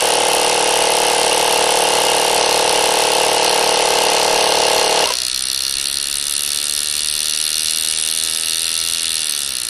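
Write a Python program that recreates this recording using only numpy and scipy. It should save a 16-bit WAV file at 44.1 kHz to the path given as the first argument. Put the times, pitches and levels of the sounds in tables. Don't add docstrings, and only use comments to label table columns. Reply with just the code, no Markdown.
import sys
import numpy as np
from scipy import signal
from scipy.fft import rfft, irfft, next_fast_len
from scipy.io import wavfile
from scipy.ndimage import uniform_filter1d

SR = 44100
rng = np.random.default_rng(int(sys.argv[2]) if len(sys.argv) > 2 else 0)


def unload_wav(signal):
    wavfile.write(
        sys.argv[1],
        SR,
        np.round(np.clip(np.atleast_2d(signal).T, -1, 1) * 32767).astype(np.int16),
    )


def decibels_to_gain(level_db):
    exponent = np.asarray(level_db, float) / 20
    return 10 ** exponent


N = 427329

# start_s [s], speed [turns per s]
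SHAFT_SPEED = [(0, 61.24), (0.6, 61.41), (1.4, 60.87), (2.4, 61.1), (2.6, 59.75), (2.8, 61.34),
               (3.2, 61.17), (3.6, 60.8), (4.6, 62.1), (5.0, 61.42), (5.2, 61.9), (5.8, 69.02), (7.6, 78.0),
               (7.8, 79.13), (9, 82.9), (9.2, 78.86), (9.4, 72.09), (9.69, 55.96)]
# start_s [s], knock_db [dB], exhaust_db [dB]
ENGINE_EFFORT = [(0, -25.5, -30), (2.36, -25, -30.5), (2.41, -17.5, -33.5), (2.6, -22.5, -32),
                 (2.68, -23.5, -31), (3.37, -24, -31.5), (3.45, -18.5, -32), (3.6, -22.5, -31.5),
                 (4.2, -20.5, -33), (5.0, -20.5, -33.5), (5.9, -21.5, -31.5), (6.05, -24.5, -32),
                 (6.2, -23.5, -30), (7.7, -20.5, -30), (7.85, -23.5, -29), (8.7, -22, -30), (9.4, -24, -30),
                 (9.69, -24, -32.5)]
# pitch_hz [Hz], width_hz [Hz], knock_db [dB], tick_db [dB]
FRAME_MODES = [(2830, 145, -6, 4.5), (3016, 58, -12.5, -25), (3498, 125, -5, 6), (3800, 86, -4, 3),
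               (4324, 264, 6, -3), (4910, 310, -1.5, 6), (5694, 300, -0.5, 5), (5770, 180, -42, -79)]
# pitch_hz [Hz], width_hz [Hz], level_db [dB]
PORT_MODES = [(6080, 1450, -3.5), (7200, 1100, -11.5), (7500, 750, -9), (8384, 120, -1), (9310, 300, 2),
              (10110, 290, 4), (11440, 640, -7), (11460, 720, -32)]
# position [turns], level_db [dB]
PORT_OPENING = [(-.5, -27), (-.3, -19), (-.2, -7), (-.11, 1.5), (-.04, 0), (.08, -2), (.18, -8), (.27, -17),
                (.5, -27)]
# pitch_hz [Hz], width_hz [Hz], knock_db [dB], tick_db [dB]
BENCH_MODES = [(1381, 200, 14.5, 11), (1776, 250, 12.5, 18.5), (2260, 84, 10, -4)]
# start_s [s], level_db [dB above the usual]
HEAVY_KNOCKS = [
    (5.219, 4),
    (5.282, 4),
    (5.345, 4),
    (5.696, 4),
    (5.768, 4),
    (5.855, 4),
    (5.97, 5),
    (5.999, 5),
]
# pitch_hz [Hz], t60_s [s], level_db [dB], polarity [sign]
INTAKE_MODES = [(190, 0.058, -39.0, -1), (303, 0.08, -31.0, -1), (401, 0.299, -23.4, 1),
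                (439, 0.298, -20.3, 1), (512, 0.045, -16.6, -1), (575, 0.259, -24.5, 1),
                (624, 0.283, -18.0, -1), (734, 0.047, -18.1, -1), (800, 0.06, -17.2, -1),
                (907, 0.109, -39.9, 1), (939, 0.17, -21.3, 1), (1089, 0.085, -29.5, 1)]
# pitch_hz [Hz], level_db [dB per Hz]
RATTLE_SPECTRUM = [(200, -29), (350, -28), (1000, -9.5), (1440, -8), (1950, -9), (2700, -8.5),
                   (3350, -15.5), (5740, -7), (7080, -15.5), (9000, -13.5), (11500, -26), (14000, -60)]
# pitch_hz [Hz], width_hz [Hz], level_db [dB]
CASING_MODES = [(564, 40, -11.5), (660, 210, 2.5), (980, 260, -11), (1065, 320, -8), (1573, 52, -6.5),
                (2106, 78, -4.5), (2830, 70, 2), (3020, 120, -3), (2655, 160, 0)]
# position [turns], level_db [dB]
VALVE_JOLTS = [(-.16, 3.4), (.06, 5.5), (.24, 2.8), (.5, 3.7), (.74, 3.4)]
# start_s [s], level_db [dB below running]
COAST_DOWN = [
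    (5.04, -6.5),
    (5.07, -11),
    (5.12, -10),
    (5.17, -24.5),
    (5.25, -24),
    (5.35, -62),
]
# start_s [s], level_db [dB], pitch_hz [Hz]
RUN_DOWN_KNOCKS = [
    (5.04, -14, 2830),
    (5.058, -14, 944),
    (5.08, -21, 1085),
    (5.103, -15.5, 985),
    (5.105, -18.5, 490),
    (5.225, -34, 660),
]
# pitch_hz [Hz], level_db [dB per Hz]
FLOOR_SPECTRUM = [(29, -31), (50, 4.5), (83, 3.5), (124, -4.5), (310, 1), (352, -2), (1100, -7.5),
                  (1430, -93), (2420, -120)]
# pitch_hz [Hz], level_db [dB rms]
MOTOR_HUM = [(75.4, -52.5), (150.7, -71)]
# start_s [s], level_db [dB above the rumble]
DRAUGHTS = [(3.62, 5), (4.3, 3), (4.78, 6), (5.78, 4), (5.99, 5)]
# band_top_hz [Hz], dropped [share of time], apart [share with left and right apart]
PATCHY_BANDS = [(1000, 0, 0), (3400, .0, .22), (4700, 0, .4), (6100, .003, .45), (6800, .04, .45),
                (7500, .16, .45), (9600, .01, .5), (10700, .03, .5), (11500, .4, .55), (12200, .4, .55),
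                (12800, .6, .55), (13400, .94, .4), (16000, .985, .1)]

USUAL_TURNS_PER_S = 72
LEFT_DB = -18


def rms_one(x):
    return x / np.sqrt(np.mean(x ** 2) + 1e-20)


def in_time(rows):
    s, *columns = np.transpose(rows)
    return [np.interp(np.arange(N) / SR, s, c) for c in columns]


def drift(rate_hz):
    r = np.exp(-80 * np.pi * rate_hz / SR)
    slow = signal.lfilter([1], [1, -2 * r, r * r], rng.standard_normal(N // 40 + 2002))[2000:]
    return np.interp(np.arange(N) / 40, np.arange(len(slow)), rms_one(slow))


def above(x, hz, order):
    return signal.sosfilt(signal.butter(order, hz, "high", fs=SR, output="sos"), x)


def band_pass(x, low_hz, high_hz):
    return signal.sosfilt(signal.butter(2, [low_hz, high_hz], "band", fs=SR, output="sos"), x)


def resonance(x, hz, width_hz):
    r = np.exp(-np.pi * width_hz / SR)
    return signal.lfilter([(1 - r * r) / 2, 0, (r * r - 1) / 2], [1, -2 * r * np.cos(2 * np.pi * hz / SR), r * r], x)


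def excite(x, modes, width_power=.5):
    return sum(decibels_to_gain(db) * resonance(x, hz, width) / width ** width_power for hz, width, db in modes)


def coloured(spectrum, channels):
    hz, level_db = np.transpose(spectrum)
    size = next_fast_len(N)
    log_hz = np.log(np.arange(size // 2 + 1) * SR / size + 1)
    shape = decibels_to_gain(np.interp(log_hz, np.log(hz), level_db, left=-80, right=-80))
    return rms_one(irfft(rfft(rng.standard_normal((channels, size))) * shape, size)[:, :N])


def contacts(turns, jitter_s):
    at = np.flatnonzero(np.diff(np.floor(turns)) > 0)
    jitter = np.round(jitter_s * SR * rng.standard_normal(len(at))).astype(int)
    return np.clip(at + jitter, 0, N - 1)


def strike(at, gain, modes, scatter_db, size=1):
    out, luck = np.zeros(N), rng.standard_normal((len(at), len(modes)))
    late = rng.integers(0, size, (len(at), len(modes)))
    for k, (hz, width_hz, level_db) in enumerate(modes):
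        clicks = np.full(N, 1e-18)
        strength = gain * decibels_to_gain(level_db + scatter_db * luck[:, k])
        clicks[np.minimum(at + late[:, k], N - 1)] = strength / np.sqrt(width_hz)
        out += resonance(clicks, hz, width_hz)
    return out


def knock_strengths(knocks):
    spread_db = np.where(knocks < 6.2 * SR, 2.2, 1.2)
    blow = decibels_to_gain(spread_db * np.clip(rng.standard_normal(len(knocks)), -2, 1.5))
    for s, extra_db in HEAVY_KNOCKS:
        blow[np.argmin(np.abs(knocks - s * SR))] = decibels_to_gain(extra_db)
    return blow


def exhaust_jet(turns):
    gust = decibels_to_gain(1.8 * rng.standard_normal(int(turns[-1]) + 2))[(turns + .5).astype(int)]
    opening_db = np.interp((turns + .5) % 1 - .5, *np.transpose(PORT_OPENING))
    return gust * decibels_to_gain(opening_db) * rng.standard_normal(N)


def frame_metal(knocks, blow, ticks, rub, knock_db, tick_db, octaves):
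    frame = np.array(FRAME_MODES)
    body, heavy_base = frame[4:, :3], frame[:4, :3]
    knock = rms_one(strike(knocks + 3, blow, body, scatter_db=1.3, size=5))
    base = rms_one(strike(knocks + 3, 1, heavy_base, scatter_db=1.5, size=7))
    tick = rms_one(strike(ticks, 1, frame[:, [0, 1, 3]], scatter_db=2.2, size=14))
    scrape = rms_one(excite(rub, frame[:, :3]))
    base_db = -28.5 + 9.5 * octaves + 0.27 * drift(6.6)
    metal = decibels_to_gain(knock_db) * (decibels_to_gain(-2.5) * knock + decibels_to_gain(-6.5) * scrape)
    return metal + decibels_to_gain(tick_db) * tick + decibels_to_gain(base_db) * base


def exhaust(knocks, blow, jet):
    crack = rms_one(strike(knocks, blow ** .3, PORT_MODES, scatter_db=2, size=7))
    hiss = rms_one(excite(jet, PORT_MODES))
    return decibels_to_gain(5) * crack + decibels_to_gain(4) * hiss


def bench_board(turns, rub, speed):
    bench = np.array(BENCH_MODES)
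    down, up = contacts(turns - .035, jitter_s=0), contacts(turns + .5, jitter_s=0)
    ring = strike(down, -1, bench[:, :3], scatter_db=1.2)
    ring = rms_one(ring + strike(up, .65, bench[:, [0, 1, 3]], scatter_db=1.5))
    ring += decibels_to_gain(-6.5) * rms_one(excite(rub, bench[:, :3], width_power=0))
    push = np.zeros(N)
    push[down] = -decibels_to_gain(drift(1.5)[down])
    thump = rms_one(band_pass(push, 170, 870))
    thump_db = -44 + 7.5 * np.log2(np.maximum(speed / USUAL_TURNS_PER_S, .8))
    return decibels_to_gain(-37.5) * ring + decibels_to_gain(thump_db) * above(thump, 190, order=2)


def engine():
    speed, = in_time(SHAFT_SPEED)
    turns = np.cumsum(speed) / SR + .012 * drift(4) - .436 + 1
    octaves = np.log2(speed / USUAL_TURNS_PER_S)
    knock_db, exhaust_db = in_time(ENGINE_EFFORT)
    tick_db = -35 + .6 * (exhaust_db - exhaust_db.mean()) + 1.2 * drift(4.2)
    knocks = contacts(turns, jitter_s=.00005)
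    ticks = contacts(turns + .52, jitter_s=.00015)
    blow = knock_strengths(knocks)
    jet = exhaust_jet(turns)
    rub = jet + 0.31 * rng.standard_normal(N)
    metal = frame_metal(knocks, blow, ticks, rub, knock_db, tick_db, octaves)
    air = decibels_to_gain(exhaust_db) * exhaust(knocks, blow, jet)
    return above(metal + air, 2450, order=5) + bench_board(turns, rub, speed)


def compressor_throb(turns):
    throb, strokes = np.zeros(N), contacts(turns, jitter_s=.00006)
    strokes = strokes[strokes < 5.045 * SR]
    rebounds = strokes + int(.00582 * SR)
    luck = rng.standard_normal((len(strokes), len(INTAKE_MODES)))
    for k, (hz, t60_s, level_db, polarity) in enumerate(INTAKE_MODES):
        clicks = np.full(N, 1e-18)
        clicks[strokes] = polarity * decibels_to_gain(level_db + 2.2 + .3 * luck[:, k])
        clicks[rebounds] = decibels_to_gain(-4) * clicks[strokes]
        r, w = decibels_to_gain(-60 / (t60_s * SR)), 2 * np.pi * hz / SR
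        throb += signal.lfilter([0, np.sin(w)], [1, -2 * r * np.cos(w), r * r], clicks)
    return throb


def compressor_rattle(turns):
    shake = decibels_to_gain(0.16 * np.cos(2 * np.pi * turns)) * rng.standard_normal(N)
    casing = np.sqrt(SR) * excite(shake, CASING_MODES)
    rattle = decibels_to_gain(7.5) * coloured(RATTLE_SPECTRUM, channels=1)[0] + decibels_to_gain(-4.5) * casing
    jolt_db = np.zeros(N)
    for at, db in VALVE_JOLTS:
        from_jolt = (turns - at + .5) % 1 - .5
        jolt_db += db * np.exp(-(from_jolt / .088) ** 2)
    return rattle * decibels_to_gain(-27.5 + jolt_db + in_time(COAST_DOWN)[0])


def run_down():
    t, knocks = np.arange(N) / SR, np.zeros(N)
    for s, level_db, hz in RUN_DOWN_KNOCKS:
        since = np.maximum(t - s, 0)
        knocks += decibels_to_gain(level_db - 700 * since) * np.sin(2 * np.pi * hz * since)
    return knocks


def compressor():
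    strokes_per_s = 37.81 - .1047 * np.arange(N) / SR
    turns = np.cumsum(strokes_per_s) / SR - .805 + 1
    return above(compressor_throb(turns) + compressor_rattle(turns), 170, order=1) + run_down()


def room(x):
    t60_s, wall_cut_hz = 0.16, 4000
    t = np.arange(SR // 4) / SR
    tail = rng.standard_normal(len(t)) * decibels_to_gain(-60 * t / t60_s) * (t > .003)
    tail = signal.sosfilt(signal.butter(1, wall_cut_hz, fs=SR, output="sos"), tail)
    return decibels_to_gain(-15.5) * signal.fftconvolve(x, tail / np.sqrt(np.sum(tail ** 2)))[:N]


def background():
    t, apart = np.arange(N) / SR, np.array([[1], [-1]])
    one, other = coloured(FLOOR_SPECTRUM, channels=2)
    floor = decibels_to_gain(-47) * (one + decibels_to_gain(-5) * other * apart)
    hum = sum(decibels_to_gain(db) * np.sqrt(2) * np.sin(2 * np.pi * hz * t) for hz, db in MOTOR_HUM)
    air, eddy = band_pass(rng.standard_normal((2, N)), 8, 35)
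    rumble = rms_one(air) * decibels_to_gain(np.array([[-3.5], [2.5]])) + decibels_to_gain(-9) * rms_one(eddy) * apart
    gusts_db = sum(db * np.exp(-((t - s) / .05) ** 2) for s, db in DRAUGHTS)
    calm_db = -6 * (t > 7.75)
    return floor + hum + decibels_to_gain(-52 + calm_db + 2.2 * drift(2.4) + gusts_db) * rumble


def short_gaps(x):
    treble = signal.sosfiltfilt(signal.butter(6, 4900, "high", fs=SR, output="sos"), x)
    power = treble[0] ** 2
    faint = uniform_filter1d(power, size=128) < decibels_to_gain(-9.5) ** 2 * uniform_filter1d(power, size=1024)
    chosen = np.repeat(rng.random(N // 512 + 1) < .55, 512)[:N]
    return x - (1 - decibels_to_gain(LEFT_DB)) * uniform_filter1d(1.0 * (faint & chosen), size=48) * treble


def patchy_treble(x):
    hz, s, parts = signal.stft(x, SR, nperseg=512)
    top_hz, dropped, apart = np.transpose(PATCHY_BANDS)
    band = np.minimum(np.searchsorted(top_hz, hz), len(top_hz) - 1)
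    chance = rng.standard_normal((3, len(top_hz), len(s)))
    chance = uniform_filter1d(chance, size=8, axis=2) * np.sqrt(8)
    weak_first, high = .4, top_hz[:, None] > 10000
    top = np.log(np.sum(np.abs(parts[0, hz > 9000]) ** 2, axis=0) + 1e-12)
    weak = weak_first * rms_one(top - uniform_filter1d(top, size=40)) * high
    rank = 1 / (1 + np.exp(-1.7 * (chance + weak) / np.sqrt(1 + weak_first ** 2 * high)))
    kept = (rank[0] > dropped[:, None])[band]
    keep = np.maximum(kept, decibels_to_gain(LEFT_DB) * (hz[:, None] < 10000))
    together = 1 / (1 + np.exp(-1.2 * (chance[1] + chance[2, :1])))
    noisy = (together < apart[:, None])[band]
    grain_db = -19.5 + 7 * (hz[:, None] / 12000) ** 3
    phase = np.exp(2j * np.pi * rng.random(rank[0].shape))[band]
    grain = decibels_to_gain(grain_db) * noisy * parts.mean(axis=0) * phase
    parts = (parts + grain * np.array([1, -1])[:, None, None]) * keep
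    return signal.istft(parts, SR, nperseg=512)[1][:, :N]


def scene():
    machines = engine() + compressor()
    return machines + room(above(machines, 1200, order=2)) + background()


def top_cut(x):
    return signal.sosfilt(signal.butter(12, 13970, fs=SR, output="sos"), x)


def record(dry):
    soft = 1.05 * np.tanh(dry / 1.05)
    mix = patchy_treble(short_gaps(soft))
    return top_cut(mix)


dry = scene()
out = record(dry)
unload_wav(out)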